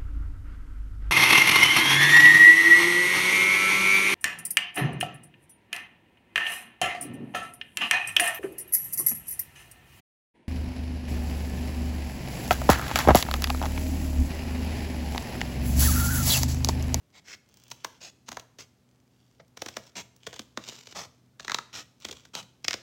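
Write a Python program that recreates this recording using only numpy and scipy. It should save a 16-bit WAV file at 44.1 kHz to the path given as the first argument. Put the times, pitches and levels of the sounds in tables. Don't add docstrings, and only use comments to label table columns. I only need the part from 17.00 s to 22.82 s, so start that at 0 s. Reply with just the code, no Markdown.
import sys
import numpy as np
from scipy import signal
from scipy.fft import rfft, irfft
from scipy.io import wavfile
from scipy.ndimage import uniform_filter1d

SR = 44100
rng = np.random.default_rng(int(sys.argv[2]) if len(sys.argv) > 2 else 0)


def dump_mix(stems):
    frames = np.atleast_2d(stems).T
    limited = np.clip(frames, -1, 1)
    pcm = np.round(limited * 32767).astype(np.int16)
    wavfile.write(sys.argv[1], SR, pcm)


N = 256662
LEAD_S = 0.012

# (time [s], level [dB], thud [dB], body [dB], pitch of the sheet [Hz])
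SNAPS = [(0.7142, -2.5, -3.5, -2.5, 890), (0.8458, 1, 3.5, 6.5, 1060), (1.2839, -13, 4, 5.5, 1090),
         (1.288, -6, 3, 1, 1070), (1.3171, -7, 6.5, 5.5, 930), (1.327, -12.5, 6, 1, 270),
         (1.3694, -8, 14.5, 12, 1010), (1.3965, -10.5, 4.5, -6, 230), (1.586, -16, 9, 0, 397),
         (2.3976, -24, 16.5, 11, 600), (2.5715, -10.5, 7, 2, 260), (2.6188, 0, 9, 0.5, 720),
         (2.6606, -5, 9, 2.5, 215), (2.685, -4.5, 3.5, 0, 215), (2.7673, -1, 11, 4.5, 208),
         (3.267, -4.5, 2, 3, 470), (3.2711, -7, 11.5, 1.5, 447), (3.329, -13.5, 10.5, 5.5, 525),
         (3.3397, -14, -4, -1, 810), (3.3614, -13, -4, 2, 790), (3.393, -2.5, 6.5, -2, 227),
         (3.5738, 0.5, 9.5, 5, 1360), (3.6383, -13.5, -14, -9, 240), (3.687, -4, 2.5, -18, 240),
         (3.722, -18, 9, 4, 473), (3.8708, -12, 0, -2.5, 467), (3.9238, -15, 5, 0, 300),
         (4.3965, -8.5, -5, 3.5, 1580), (4.4045, -10.5, 2, -5, 616), (4.447, -9, 0, 1, 1110),
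         (4.48, -1.5, 2, 7.5, 1950), (4.4962, -0.5, -3, 9, 1770), (4.5079, -7, 6.5, 5, 1900),
         (4.518, 4, -9, 5, 1050), (4.5450, 10.5, -4, -0.5, 1100), (4.5856, -1, -1.5, 8.5, 1180),
         (5.0471, -8.5, -1, 1, 412), (5.0494, -.5, 1.5, -1.5, 422), (5.0854, -7.5, 0, -4, 320),
         (5.0914, -15, 12, 7, 415), (5.1116, -4, 5.5, -16, 510), (5.126, -10.5, 2, -.5, 464),
         (5.2514, -17.5, -3, 0, 1570), (5.351, 1.5, 0.5, -3.5, 510), (5.427, -18, -13, -2, 238),
         (5.6442, -0.5, -1, -9, 1820), (5.6467, 1, -7, -3.5, 2030), (5.6814, 14, -9.5, -6, 2080),
         (5.708, 5.5, -11, -1.5, 2090), (5.7304, 5, -17, -3.5, 1920), (5.7399, 3.5, 5, -1, 420)]
# (start [s], end [s], crunch level [dB], place of the firmest pressure [0-1], fibre burst of a 0 dB snap [s],
#  fizz [dB], resonance of the blades [Hz])
CUTS = [(0.472, 0.997, -61.5, 0.65, 0.0022, 2.5, 5850), (1.259, 1.43, -53.5, 0.22, 0.0012, 2.5, 6300),
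        (2.10, 2.433, -73, 0.4, 0.0023, -41, 2170), (2.562, 2.912, -54.5, 0.41, .0018, 1.5, 5700),
        (3.193, 3.431, -52, 0.88, 0.0016, -0.5, 3400), (3.555, 3.802, -51.5, 0.8, 0.00093, -5, 3650),
        (4.401, 4.594, -51.5, 0.4, 0.00098, -6.5, 3900), (4.998, 5.296, -50.5, 0.05, 0.0017, -1, 3400),
        (5.336, 5.435, -55, 0.45, 0.0017, -0.5, 4200), (5.647, 5.76, -54, 0.3, 0.0015, -8, 5270)]
# (start [s], end [s], level [dB], place of the firmest pressure [0-1], body [dB],
#  resonance of sheet or blade [Hz])
SLIDES = [(0.124, 0.202, -51.5, 0.67, -0.5, 2200), (0.241, 0.356, -42, 0.74, -4.5, 2180),
          (1.003, 1.106, -42.5, 0.45, -3, 6570), (1.587, 1.659, -42, 0.17, -2, 6440),
          (2.952, 3.024, -34.5, 0.47, -2, 667), (3.946, 4.067, -36.5, 0.36, 0.5, 1930),
          (4.727, 4.836, -37, 0.37, -0.5, 1940), (5.333, 5.417, -37, 0.48, -0.5, 513)]
# (frequency [Hz], level [dB])
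RUB_COLOUR = [(60, -7), (160, -2), (400, 0.5), (1000, 3.5), (1800, -1), (3100, 3), (4300, 0), (5300, 2.5),
              (6600, 0.5), (7600, -4.5), (9000, -18), (12000, -21), (15500, -19.5)]


def amp(db):
    return 10 ** (np.asarray(db) / 20)


def evened(x):
    return x / np.sqrt(np.mean(x ** 2) + 1e-20)


def read(points, hz):
    f, value = np.transpose(points)
    return np.interp(np.log(hz + 1), np.log(f + 1), value)


def add(mix, s, sound):
    part = mix[max(round(s * SR), 0):][:len(sound)]
    part += sound[:len(part)]


def bump(hz, centre_hz, octaves):
    return np.exp(-0.5 * (np.log2((hz + 1) / centre_hz) / octaves) ** 2)


def causal(db):
    log_gain = np.log(amp(np.r_[db, db[-2:0:-1]]))
    return np.exp(np.conj(signal.hilbert(log_gain)))[:len(db)]


def drift(n, per_s):
    place = np.arange(n) * per_s / SR
    count = int(place[-1]) + 2
    return np.interp(place, np.arange(count), rng.standard_normal(count))


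def background(air_db=-66.5, hum_rise_s=0.68, waver_turns=0.25):
    # (frequency [Hz], relative level [dB per Hz])
    air_colour = [(25, -59), (50, -9), (75, -2.5), (130, -3), (200, -3.5), (300, -7.5), (500, -13.5),
                  (1000, -20.5), (2000, -25), (6500, -28.5), (9500, -34), (16000, -36)]
    # (frequency [Hz], level [dB])
    hum_tones = [(123.5, -68), (248, -74)]
    noise = rfft(rng.standard_normal(N))
    air = irfft(noise * amp(read(air_colour, np.fft.rfftfreq(N, 1 / SR))), N)
    t = np.arange(N) / SR
    waver = amp(1.5 * drift(N, 6))
    hum = np.zeros(N)
    for hz, db in hum_tones:
        turns = hz * t + waver_turns * drift(N, 3.1)
        hum += amp(db) * np.sqrt(2) * np.sin(2 * np.pi * turns)
    swell = np.minimum(t / hum_rise_s, 1) ** 2
    return amp(air_db) * evened(air) + swell * waver * hum


def reflections(early_db=2.0, early_s=0.032, gap_s=0.0015):
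    # (frequency [Hz], time [s])
    decay_times = [(100, 0.13), (400, 0.45), (1500, 0.51), (5000, 0.59), (9000, 0.48), (16000, 0.26)]
    # (frequency [Hz], level [dB])
    echo_colour = [(80, -2), (160, -1.5), (400, -7.5), (1000, -12), (3000, -14.5), (6000, -16), (15000, -5)]
    time = np.arange(SR) / SR
    early = 1 + amp(early_db) * np.exp(-time / early_s)
    taps = rng.standard_normal(SR) * (time > gap_s) * early
    hz, t, z = signal.stft(taps, SR, nperseg=256)
    decay = amp(-60 * t / read(decay_times, hz)[:, None])
    tail = signal.istft(z * decay, SR, nperseg=256)[1]
    colour = irfft(causal(read(echo_colour, np.fft.rfftfreq(2048, 1 / SR))))
    return signal.fftconvolve(tail / np.linalg.norm(tail), colour)


def room(x, sway_per_s=1.3):
    turn = 2 * np.pi * sway_per_s * np.arange(N) / SR
    return sum(signal.fftconvolve(x * share, reflections())[:N] for share in (np.cos(turn), np.sin(turn)))


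def rustle(per_s=16, db=-83.5, decay_s=0.0012):
    size = amp(4 * np.minimum(rng.exponential(1, N), 2))
    grains = rng.choice([-1, 1], N) * size * (rng.random(N) < per_s / SR)
    t = np.arange(SR // 100) / SR
    creak = rng.standard_normal(len(t)) * np.exp(-t / decay_s)
    creaks = signal.fftconvolve(grains, creak)[:N]
    coloured = irfft(rfft(creaks) * amp(read(RUB_COLOUR, np.fft.rfftfreq(N, 1 / SR))), N)
    return amp(db) * evened(coloured)


def friction(pressure_db, body_db, ring_hz, grain_db, judder_db, ring_db, judder_per_s=810.0,
             width_hz=46.0, loss=0.022, ripple_db=2.67, size=2048):
    n, hz = len(pressure_db), np.fft.rfftfreq(size, 1 / SR)
    roughness_db = grain_db * rng.standard_normal(n) + judder_db * drift(n, judder_per_s)
    contacts = rng.standard_normal(n) * amp(roughness_db)
    rub = evened(contacts) * amp(pressure_db) * signal.windows.tukey(n, 0.1)
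    modes_db = ripple_db * evened(uniform_filter1d(rng.standard_normal(len(hz)), size=14))
    modes_db += ring_db / (1 + ((hz - ring_hz) / (width_hz + loss * ring_hz)) ** 2)
    body = [(180, 0), (550, body_db), (1400, body_db), (2800, 0.0053)]
    colour_db = read(RUB_COLOUR, hz) + read(body, hz) + modes_db
    return signal.fftconvolve(rub, irfft(causal(colour_db)))


def stroke(start, end, db, firmest, ease_db):
    place = np.linspace(0, 1, max(round((end - start) * SR), 256))
    return db - ease_db * (place - firmest) ** 2


def regrip():
    # (time [s], level [dB])
    hand_pressure = [(3.6, -58), (3.668, -46.5), (3.69, -33), (3.71, -48), (3.806, -49.5), (3.84, -59),
                     (3.874, -48.5), (3.884, -51), (3.928, -48), (3.945, -66)]
    out, (s, db) = np.zeros(N), np.transpose(hand_pressure)
    pressure_db = np.interp(np.arange(s[0], s[-1], 1 / SR), s, db)
    add(out, s[0], friction(pressure_db, body_db=-6, ring_hz=3500, grain_db=8.0, judder_db=4.5,
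                            ring_db=0.5, judder_per_s=290.0))
    return out


def flaps(centre_hz=110.8, delay_s=0.00824, flap_db=-58.5, follows=0.22, release_db=-21.5,
          decay_s=0.019, rise_s=0.0025, detune=0.259, scatter=0.166):
    out, t = np.zeros(N), np.arange(SR // 4) / SR
    swing = (1 - np.exp(-t / rise_s)) * np.exp(-t / decay_s)
    jolts = [(s + delay_s, flap_db + follows * (db + thud_db)) for s, db, thud_db, *_ in SNAPS]
    releases = [(end, db + release_db) for _, end, db, *_ in SLIDES]
    for s, db in jolts + releases:
        hz = centre_hz * np.exp(scatter * rng.standard_normal())
        modes = sum(np.sin(2 * np.pi * (hz * (1 + k * detune) * t + rng.random())) for k in (-1, 0, 1))
        add(out, s, amp(db) * swing * modes)
    return out


def burst(length, spread_db=5.5, crush_db=-7.0, crush_s=0.0025, rattle_db=-2.0, rattle_s=0.0026,
          tough_s=0.0025, size=4096):
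    t = np.arange(size) / SR - LEAD_S
    u = np.maximum(t, 0) / max(length, 1 / SR)
    tough = min(length / tough_s, 1)
    crush = tough ** 2 * amp(crush_db) * np.exp(-abs(t) / crush_s) * (t < 0)
    fracture = 3.4 * u * np.exp(-1.25 * u)
    rattle = amp(rattle_db) * np.exp(-abs(t) / rattle_s) * (t >= 0)
    cracks = rng.standard_normal(size) * amp(spread_db * np.clip(rng.standard_normal(size), -2, 2))
    z = rfft(cracks * (crush + fracture + rattle))
    power = uniform_filter1d(uniform_filter1d(abs(z) ** 2, size=40), size=40)
    return z * causal(-10 * np.log10(power + 1e-12))


def ticks(length=0.0011, size=4096):
    # (time [s], level [dB])
    catches = [(0.489, -32), (0.541, -26), (0.571, -24), (0.599, -30), (0.637, -23.5), (0.681, -26),
               (0.7027, -20), (2.48, -37), (2.866, -31), (3.1636, -26.5), (5.0015, -27.5)]
    # (frequency [Hz], level [dB])
    tick_colour = [(200, 0), (1500, -12), (3000, -8), (6000, 1.5), (9000, -9), (13000, -19.5), (16000, -1)]
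    out, hz = np.zeros(N), np.fft.rfftfreq(size, 1 / SR)
    for s, db in catches:
        add(out, s - LEAD_S, irfft(burst(length) * causal(db + read(tick_colour, hz))))
    return out


def swishes():
    out = np.zeros(N)
    for start, end, db, firmest, body_db, ring_hz in SLIDES:
        pressure_db = stroke(start, end, db, firmest, ease_db=44)
        add(out, start, friction(pressure_db, body_db, ring_hz, grain_db=3.5, judder_db=2.5,
                                 ring_db=6.5, judder_per_s=299.4))
    return out


def crunches():
    out = np.zeros(N)
    for start, end, db, firmest, *_, blade_hz in CUTS:
        pressure_db = stroke(start, end, db, firmest, ease_db=19)
        add(out, start, friction(pressure_db, body_db=-4, ring_hz=blade_hz, grain_db=8.5, judder_db=5.5,
                                 ring_db=3.0))
    return out


def snaps(lag_s=0.002556, ring_db=9.5, blade_db=7.5, quicken_db=24, size=4096):
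    # (frequency [Hz], level [dB])
    snap_colour = [(60, -24.5), (150, -9), (260, -4), (600, -2), (1300, -1.5), (2600, -2.5), (4000, -0.5),
                   (5400, -2.5), (6600, -2.5), (8200, -13), (10000, -21), (13000, -22.5), (16000, -21)]
    out, hz = np.zeros(N), np.fft.rfftfreq(size, 1 / SR)
    travel = lag_s * np.maximum(np.sqrt(1000 / (hz + 40)) - 0.5, 0)
    chirp = np.exp(-2j * np.pi * np.cumsum(travel) * SR / size)
    for s, db, thud_db, body_db, sheet_hz in SNAPS:
        *_, length, fizz_db, blade_hz = min(CUTS, key=lambda cut: max(cut[0] - s, s - cut[1]))
        bands = [(450, thud_db), (1150, body_db), (1950, body_db), (2600, 0), (6000, 0), (10000, fizz_db)]
        sheet = ring_db * (bump(hz, sheet_hz, 0.35) - 0.6 * bump(hz, sheet_hz, 0.8))
        blade = blade_db * (bump(hz, blade_hz, 0.1) - 0.4 * bump(hz, blade_hz, 0.35))
        colour = causal(db + read(snap_colour, hz) + read(bands, hz) + sheet + blade)
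        fibres = burst(length * 2 ** (-db / quicken_db))
        add(out, s - LEAD_S, irfft(fibres * colour * chirp))
    return out


def scene():
    cutting = snaps() + swishes() + crunches() + regrip() + ticks() + flaps() + rustle()
    return (cutting + room(cutting) + background())[None]


def record(dry, low_hz=47.0, edge_hz=16100):
    thin = signal.sosfilt(signal.butter(3, low_hz, "highpass", fs=SR, output="sos"), dry)
    band_limit = signal.firwin(511, edge_hz, window=("kaiser", 9), fs=SR)
    return signal.oaconvolve(thin, band_limit[None], "same")


dry = scene()
out = record(dry)
dump_mix(out)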